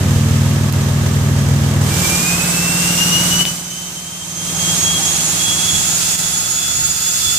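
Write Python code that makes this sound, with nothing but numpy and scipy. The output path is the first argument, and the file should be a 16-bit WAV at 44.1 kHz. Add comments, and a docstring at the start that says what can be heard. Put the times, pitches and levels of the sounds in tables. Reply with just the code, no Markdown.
"""A six-cylinder turbo-diesel pickup idles while a hand-held phone is carried from cab to tailpipe.
The engine's firings ring the exhaust pipe with a lumpy boom. Then the exhaust brake closes: the boom
thins to a drone, gas hisses through the narrowed vanes and the turbo spins up to a whistle.
The sound dips for a second along the truck's side. Wind rumbles on the phone's microphones,
and a few sharp ticks on the phone make its limiter turn the sound down for a moment."""
import sys
import numpy as np
from scipy import signal
from scipy.fft import rfft, irfft, next_fast_len
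from scipy.io import wavfile
from scipy.ndimage import uniform_filter1d, minimum_filter1d

SR = 44100
rng = np.random.default_rng(int(sys.argv[2]) if len(sys.argv) > 2 else 0)


def generate_wav(sig):
    """Save sig (samples, or channels by samples) to the path in sys.argv[1] as 16-bit PCM at SR."""
    pcm = np.round(np.clip(np.atleast_2d(sig).T, -1, 1) * 32767).astype(np.int16)
    wavfile.write(sys.argv[1], SR, pcm)


N = 325458
TIME = np.arange(N) / SR
IDLE_HZ, SAG_HZ = 39.93, 2.3  # firings a second at idle; how hard the brake pulls that rate down


def undb(db):
    """Turn decibels into a gain."""
    return 10 ** (np.asarray(db) / 20)


def curves(table):
    """Join a table's timed points into one curve per column."""
    times, *columns = np.transpose(table)
    return [np.interp(TIME, times, column) for column in columns]


def since(start_s):
    """Seconds gone by since a moment; zero before it."""
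    return np.maximum(TIME - start_s, 0)


def ramp(start_s, length_s):
    """Rise evenly from 0 to 1."""
    return np.minimum(since(start_s) / length_s, 1)


def ease(x):
    """Bend a ramp so it starts fast and settles gently."""
    return 1 - (1 - x) ** 2


def walk(rate_hz):
    """A smooth random wander with a spread of 1."""
    step = max(int(SR / rate_hz), 2)
    held = rng.standard_normal(4096)[np.arange(N) // step]
    smooth = uniform_filter1d(uniform_filter1d(held, step), step)
    return smooth / np.std(smooth)


def pan(side_db):
    """Left and right gains that differ by side_db and average 1."""
    gains = undb(np.array([side_db, -side_db]) / 2)
    return gains / gains.mean(axis=0)


def cut_bass(x, hz, order):
    """Weaken everything below a frequency."""
    return signal.sosfilt(signal.butter(order, hz, "high", fs=SR, output="sos"), x)


def colour(x, hz, db):
    """Make each frequency louder or softer, following a curve."""
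    size = next_fast_len(N + SR // 2, real=True) // 2 * 2
    freqs = np.maximum(np.arange(size // 2 + 1) * SR / size, 1)
    gain = undb(np.interp(np.log(freqs), np.log(hz), db))
    # folding the cepstrum makes the filter ring after a pulse, never before it
    cepstrum = irfft(np.log(gain))
    cepstrum[1:size // 2] *= 2
    cepstrum[size // 2 + 1:] = 0
    return irfft(rfft(x, size) * np.exp(rfft(cepstrum)))[..., :N]


def unit(x, band_hz):
    """Scale a sound so the average of its channels has strength (rms) 1 within a band."""
    mid = np.atleast_2d(x).mean(axis=0)
    return x / np.std(signal.sosfilt(signal.butter(4, band_hz, "band", fs=SR, output="sos"), mid))


def air(apart_hz, width=1):
    """Stereo noise: the bass is alike at both microphones, the treble differs."""
    mid, side = rng.standard_normal((2, N))
    side = width * cut_bass(side, apart_hz, order=1)
    return np.array([mid + side, mid - side])


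def wind(steady_db):
    """Moving air rumbles on the microphones, with thumping gusts near the back of the truck."""
    # tone of the rumble: (frequency [Hz], level [dB])
    tone = [(20, -12), (50, -14.5), (80, -2.5), (110, -3), (150, -4.5), (300, -18), (700, -35.5)]
    # gusts on the phone: (time [s], length [s], level [dB])
    gusts = [(4.896, 0.18, -39), (5.494, 0.24, -38), (5.776, 0.094, -26), (6.803, 0.2, -33.5),
             (7.283, .08, -32.5)]
    swell = sum(undb(db) * np.exp(-(2 * (TIME - s) / length) ** 2) for s, length, db in gusts)
    rumble = unit(colour(air(apart_hz=230), *np.transpose(tone)), (55, 130))
    return np.hypot(undb(steady_db), swell) * rumble


def ticks(decay_s=.0003, crack=.8):
    """Tiny ticks on the phone, each a ring and a crack, hard enough to overload the microphones."""
    # ticks: (time [s], level [dB], ring [Hz], left minus right [dB])
    hits = [(.7255, 3.5, 15800, -12), (3.4533, 7, 3500, 1), (6.1802, 3, 15800, -10)]
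    out, t = np.zeros((2, N)), np.arange(SR // 200) / SR
    for s, db, hz, side_db in hits:
        tick = np.cos(2 * np.pi * hz * t) + crack * rng.standard_normal(len(t))
        tick *= np.exp(-t / decay_s)
        overloaded = np.outer(pan(side_db), np.tanh(2 * tick))
        start = int(s * SR)
        out[:, start:start + len(t)] += undb(db) * overloaded / np.abs(overloaded).max()
    return out


def turbo_whistle(idle_hz=2350, full_hz=3543, wobble_hz=3, flutter=.55, flutter_hz=50, fade_db=2):
    """The turbo whistles as its shaft spins up; swirling gas makes each tone flutter and fade."""
    # the lowest tone as it beams at the moving phone: (time [s], left [dB], right [dB])
    beam = [(1.86, -33.5, -33.5), (2.42, -26.5, -23), (2.72, -24, -23.5), (2.84, -22, -38),
            (3.46, -14.5, -27), (3.62, -32, -29), (3.8, -20, -24), (4.52, -26.5, -37), (4.7, -21.5, -25),
            (5.1, -20.5, -26), (5.27, -39, -38), (5.42, -26, -17.5), (5.7, -23.5, -21), (5.84, -29.5, -29),
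            (6.42, -37, -28.5), (6.66, -24.5, -35), (7.0, -35, -30.5), (7.34, -31, -20)]
    # higher tones: (multiple of the shaft rate, level change [dB], left minus right [dB])
    overtones = [(2, 0.5, -3), (3, 0, 0), (4, -4, 0)]
    # how much of them the pipe lets out: (frequency [Hz], level [dB])
    outlet = [(4700, -47), (5700, -27), (6500, -22), (6950, -21), (8100, -20.5), (8700, -33), (10200, -31),
              (13500, -43)]
    start_s, spin_up_s, spin_lag_s = 1.834, 2.048, 1.766
    shaft_hz = idle_hz + (full_hz - idle_hz) * (1 - np.exp(-since(spin_up_s) / spin_lag_s))
    phase = 2 * np.pi * np.cumsum(shaft_hz + wobble_hz * walk(45)) / SR
    tones = [(.99, undb(curves(beam)) * ramp(start_s, length_s=.086))]  # just under the shaft rate
    for multiple, trim_db, side_db in overtones:
        db = np.interp(multiple * shaft_hz, *np.transpose(outlet)) + trim_db
        tones.append((multiple, np.outer(pan(side_db), undb(db) * ramp(start_s, length_s=.62))))
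    out = 0
    for multiple, gain in tones:
        rate = flutter_hz * np.sqrt(multiple)  # the hot jet scatters shorter waves faster
        paths = np.array([1 + flutter * (walk(rate) + 1j * walk(rate)) for _ in range(2)])
        tone = np.sqrt(2 / (1 + 2 * flutter ** 2)) * np.real(paths * np.exp(1j * multiple * phase))
        out = out + gain * undb(fade_db * walk(12)) * tone
    return out


def blend(closed, wheel, tail):
    """Shares of four states: brake open, then closed and heard at the cab, wheel and tailpipe."""
    return np.array([1 - closed, closed * (1 - wheel),
                     closed * wheel * (1 - tail), closed * wheel * tail])


def flow(table, shares, gas, band_hz):
    """Give gas noise the tone of each state and mix them by their shares of the power."""
    hz, *tones = np.transpose(table)
    return sum(np.sqrt(share) * unit(colour(gas, hz, db), band_hz) for share, db in zip(shares, tones))


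def pipe_echo(x, lag_s, gain):
    """The pipe's open end sends back an upside-down echo, which makes the gas sound hollow."""
    return x - gain * np.roll(x, int(lag_s * SR), axis=-1)


def knock(firings, decay=.45, scatter_db=3):
    """Burning fuel gives an uneven jump in level at each firing; decay is a share of the gap."""
    sizes = undb(scatter_db * rng.standard_normal(512))
    return sizes[firings.astype(int)] * np.exp(-(firings % 1) / decay)


def clatter(firings, cylinders=6):
    """The engine noise that comes back alike each time all cylinders have fired."""
    pattern = rng.standard_normal(int(cylinders * SR / IDLE_HZ))
    return pattern[(firings / cylinders % 1 * len(pattern)).astype(int)]


def vane_hiss(beat, shares):
    """Gas jets through the brake's vanes with a bright hiss that pulses with the engine."""
    # tone of the hiss: (frequency [Hz], brake open [dB], closed at cab [dB], wheel [dB], tailpipe [dB])
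    tone = [(1410, -79.5, -82.5, -89, -75.5), (2470, -67.5, -59, -64.5, -73),
            (2580, -69, -56.5, -66.5, -64), (3050, -67, -57, -66.5, -70.5), (3350, -68, -58.5, -65, -68.5),
            (4360, -71.5, -58.5, -64.5, -64.5), (4900, -69.5, -53.5, -69, -58.5),
            (5810, -69.5, -56.5, -60, -65), (5930, -66.5, -53, -59.5, -61),
            (7630, -68.5, -52, -56.5, -55.5), (7500, -64.5, -46, -53, -60), (8370, -70, -51.5, -60.5, -59),
            (10200, -75, -56, -63.5, -64.5), (11200, -75.5, -56.5, -67.5, -68),
            (16800, -76.5, -53.5, -78, -60)]
    gas = pipe_echo(air(apart_hz=490), lag_s=.00205, gain=.15) * (1 + .42 * beat)
    return flow(tone, shares, gas, (7200, 14000))


def gas_rush(firings, beat, shares, tail):
    """Gas rushes down the pipe with the engine's clatter, sounding hollow close to the mouth."""
    # tone of the rush: (frequency [Hz], brake open [dB], closed at cab [dB], wheel [dB], tailpipe [dB])
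    tone = [(25, -91, -76, -80, -80), (73, -45.5, -59, -70, -63), (142, -25, -36, -62, -83),
            (265, -54, -56, -51, -74), (486, -56, -62, -62.5, -66), (790, -61.5, -65.5, -55, -69.5),
            (960, -62, -64, -59, -67), (1190, -62.5, -62, -61, -67), (1286, -60, -63.5, -51.5, -53.5),
            (1345, -65.5, -60, -62.5, -57), (1660, -64, -59, -70, -62.5), (1634, -62.5, -71, -59.5, -65.5),
            (2045, -68.5, -61.5, -64, -65.5), (2920, -89, -74, -82.5, -78.5)]
    gas = air(apart_hz=1250, width=1.55) + clatter(firings)
    gas = pipe_echo(gas, lag_s=.00179, gain=.24 * tail) * (1 + .5 * beat)
    gas = cut_bass(gas, hz=225, order=4)  # the narrow mouth lets out little of the gas's bass
    return flow(tone, shares, gas, (350, 2000))


def crankshaft(load_s=1.78, sag_s=.17, recover_s=1.35):
    """Count the firings so far; the brake slows the engine and its governor brings the speed back."""
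    t = since(load_s)
    hz = IDLE_HZ - SAG_HZ * (1 - np.exp(-t / sag_s)) * np.exp(-t / recover_s)
    return 1.66 + np.cumsum(hz * (1 + .001 * walk(14))) / SR


def ring_pipe(firings, hz, db, unevenness, scatter_db):
    """Front and rear cylinders take turns, so unequal pairs of firings ring the pipe."""
    # the three pairs in an engine cycle, before scaling by unevenness: (level [dB])
    pair_db = [.7, -1, .3]
    sizes = undb(unevenness * np.resize(pair_db, 256) + scatter_db * rng.standard_normal(256))
    starts = np.flatnonzero(np.diff(np.floor(firings / 2)))  # one pulse per pair
    pulses = np.zeros(N)
    pulses[starts] = sizes[:len(starts)]
    return unit(colour(pulses, np.append(hz, SR / 8), np.append(db, -110)), (135, 270))


def exhaust_note(firings, closed, wheel):
    """The pipe booms, then drones as pressure behind the closed brake evens out the cylinders."""
    # tone of the pipe:
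    # (multiple of half the firing rate, brake open [dB], closed at cab [dB], closed at tailpipe [dB])
    tone = [(1, -31, -54, -36), (2, -27, -15, -28), (3, -16.5, -33, -31), (4, -3.5, -5, -12),
            (5, 2.5, -20, -5.5), (6, -16.5, -7, -12.5), (7, 3.5, -5.5, -12), (8, -22.5, -2, 2.5),
            (9, -19, 8.5, 2.5), (10, -27.5, -14, -16), (11, -4, -19, -19), (12, -20.5, -34, -37),
            (13, -10, -10, -12), (14, -25, -14.5, -18), (16, -31, -12.5, -28), (18, -27, -46, -17.5),
            (22, -33.5, -41, -38.5), (30, -40, -21, -24), (45, -93, -36, -43.5)]
    multiples, open_db, cab_db, tail_db = np.transpose(tone)
    idle_hz, loaded_hz = multiples * IDLE_HZ / 2, multiples * (IDLE_HZ - SAG_HZ / 2) / 2
    boom = ring_pipe(firings, idle_hz, open_db, unevenness=1.8, scatter_db=.45)
    at_cab = ring_pipe(firings, loaded_hz, cab_db, unevenness=.4, scatter_db=.35)
    at_tail = ring_pipe(firings, idle_hz, tail_db, unevenness=.4, scatter_db=.35)
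    drone = (1 - wheel ** 2) * undb(-3) * at_cab + wheel ** 2 * at_tail
    return (1 - closed) * boom + ease(closed) * drone


def scene():
    """Mix the truck, wind and ticks as the brake closes and the phone moves."""
    # the phone's path: (time [s], way from cab to rear wheel [0-1], way on to the tailpipe [0-1])
    path = [(3.4, 0.17, 0), (4.4, 0.73, 0), (5.2, 0.87, 0.04), (5.8, 0.93, 0.36), (6.5, 1, 0.81),
            (7.0, 1, 0.98)]
    # levels, a row for each state in blend():
    # (pipe note [dB], rush [dB], hiss [dB], wind [dB], hiss left minus right [dB])
    levels = [(-18.5, -29.5, -34, -31.5, -1), (-18.5, -28, -21, -36.5, 2.3), (-29.5, -32.5, -24, -35, 0),
              (-39, -35.5, -24.5, -40.5, 0.9)]
    # small swings in level as the phone moves: (time [s], pipe note [dB], hiss [dB])
    sway = [(0.1, 2.5, 0), (0.9, -1, -1), (1.8, 1, -0.5), (2.6, -1, -1), (3.4, 0, 1), (4.7, 3, 0),
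            (5.05, -2.5, 1), (6.12, 1, 1), (6.27, 2, -1), (6.85, -5, 0.5), (7.3, 0, 4.5)]
    firings = crankshaft()
    closed = ramp(start_s=1.804, length_s=.46)  # the brake's travel
    wheel, tail = curves(path)
    shares = blend(closed, wheel, tail)
    jet_shares = blend(ease(closed), wheel, tail)  # the jet forms early in that travel
    note_db, rush_db, _, wind_db, side_db = np.transpose(levels) @ shares
    hiss_db = np.transpose(levels)[2] @ jet_shares
    note_sway, hiss_sway = curves(sway)
    note = undb(note_db + note_sway) * exhaust_note(firings, closed, wheel)
    beat = knock(firings) * (1 - .8 * closed)  # the closed brake steadies the flow
    rush = undb(rush_db) * gas_rush(firings, beat, shares, tail)
    hiss = vane_hiss(beat, jet_shares) * undb(hiss_db + hiss_sway + .5 * walk(20)) * pan(side_db)
    whistle = turbo_whistle()
    # all but the ticks dips along the truck's side
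    dip_db = -11.5 * (ease(ramp(start_s=3.407, length_s=.31)) - ramp(start_s=4.217, length_s=.45))
    return ticks() + undb(dip_db) * (note + rush + hiss + whistle + wind(wind_db))


def limiter(x, ceiling, ahead_s, hold_s):
    """Look ahead, turn the sound down before a peak and let go soon after it."""
    ahead, hold = int(ahead_s * SR), int(hold_s * SR)
    safe_gain = np.minimum(1, ceiling / np.maximum(np.abs(x).max(axis=0), 1e-9))
    span = ahead + hold
    gain = np.roll(minimum_filter1d(safe_gain, span), hold - span // 2)
    return x * uniform_filter1d(gain, hold)


def record(dry):
    """The phone dulls its left side and loses a little bass there, limits peaks and cuts top treble."""
    # tone of the left microphone: (frequency [Hz], level [dB])
    left_tone = [(400, 0), (1400, -1.5), (3000, 0), (6400, -2.5), (7200, -3), (8200, -10), (9500, -10.5),
                 (11000, -24.5), (14500, -34.5)]
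    left = cut_bass(colour(dry[0], *np.transpose(left_tone)), hz=24, order=1)
    limited = limiter(np.array([left, dry[1]]), ceiling=.98, ahead_s=.022, hold_s=.007)
    top_hz = 14750
    return signal.sosfilt(signal.ellip(12, .2, 80, top_hz, fs=SR, output="sos"), limited)


dry = scene()
out = record(dry)
generate_wav(out)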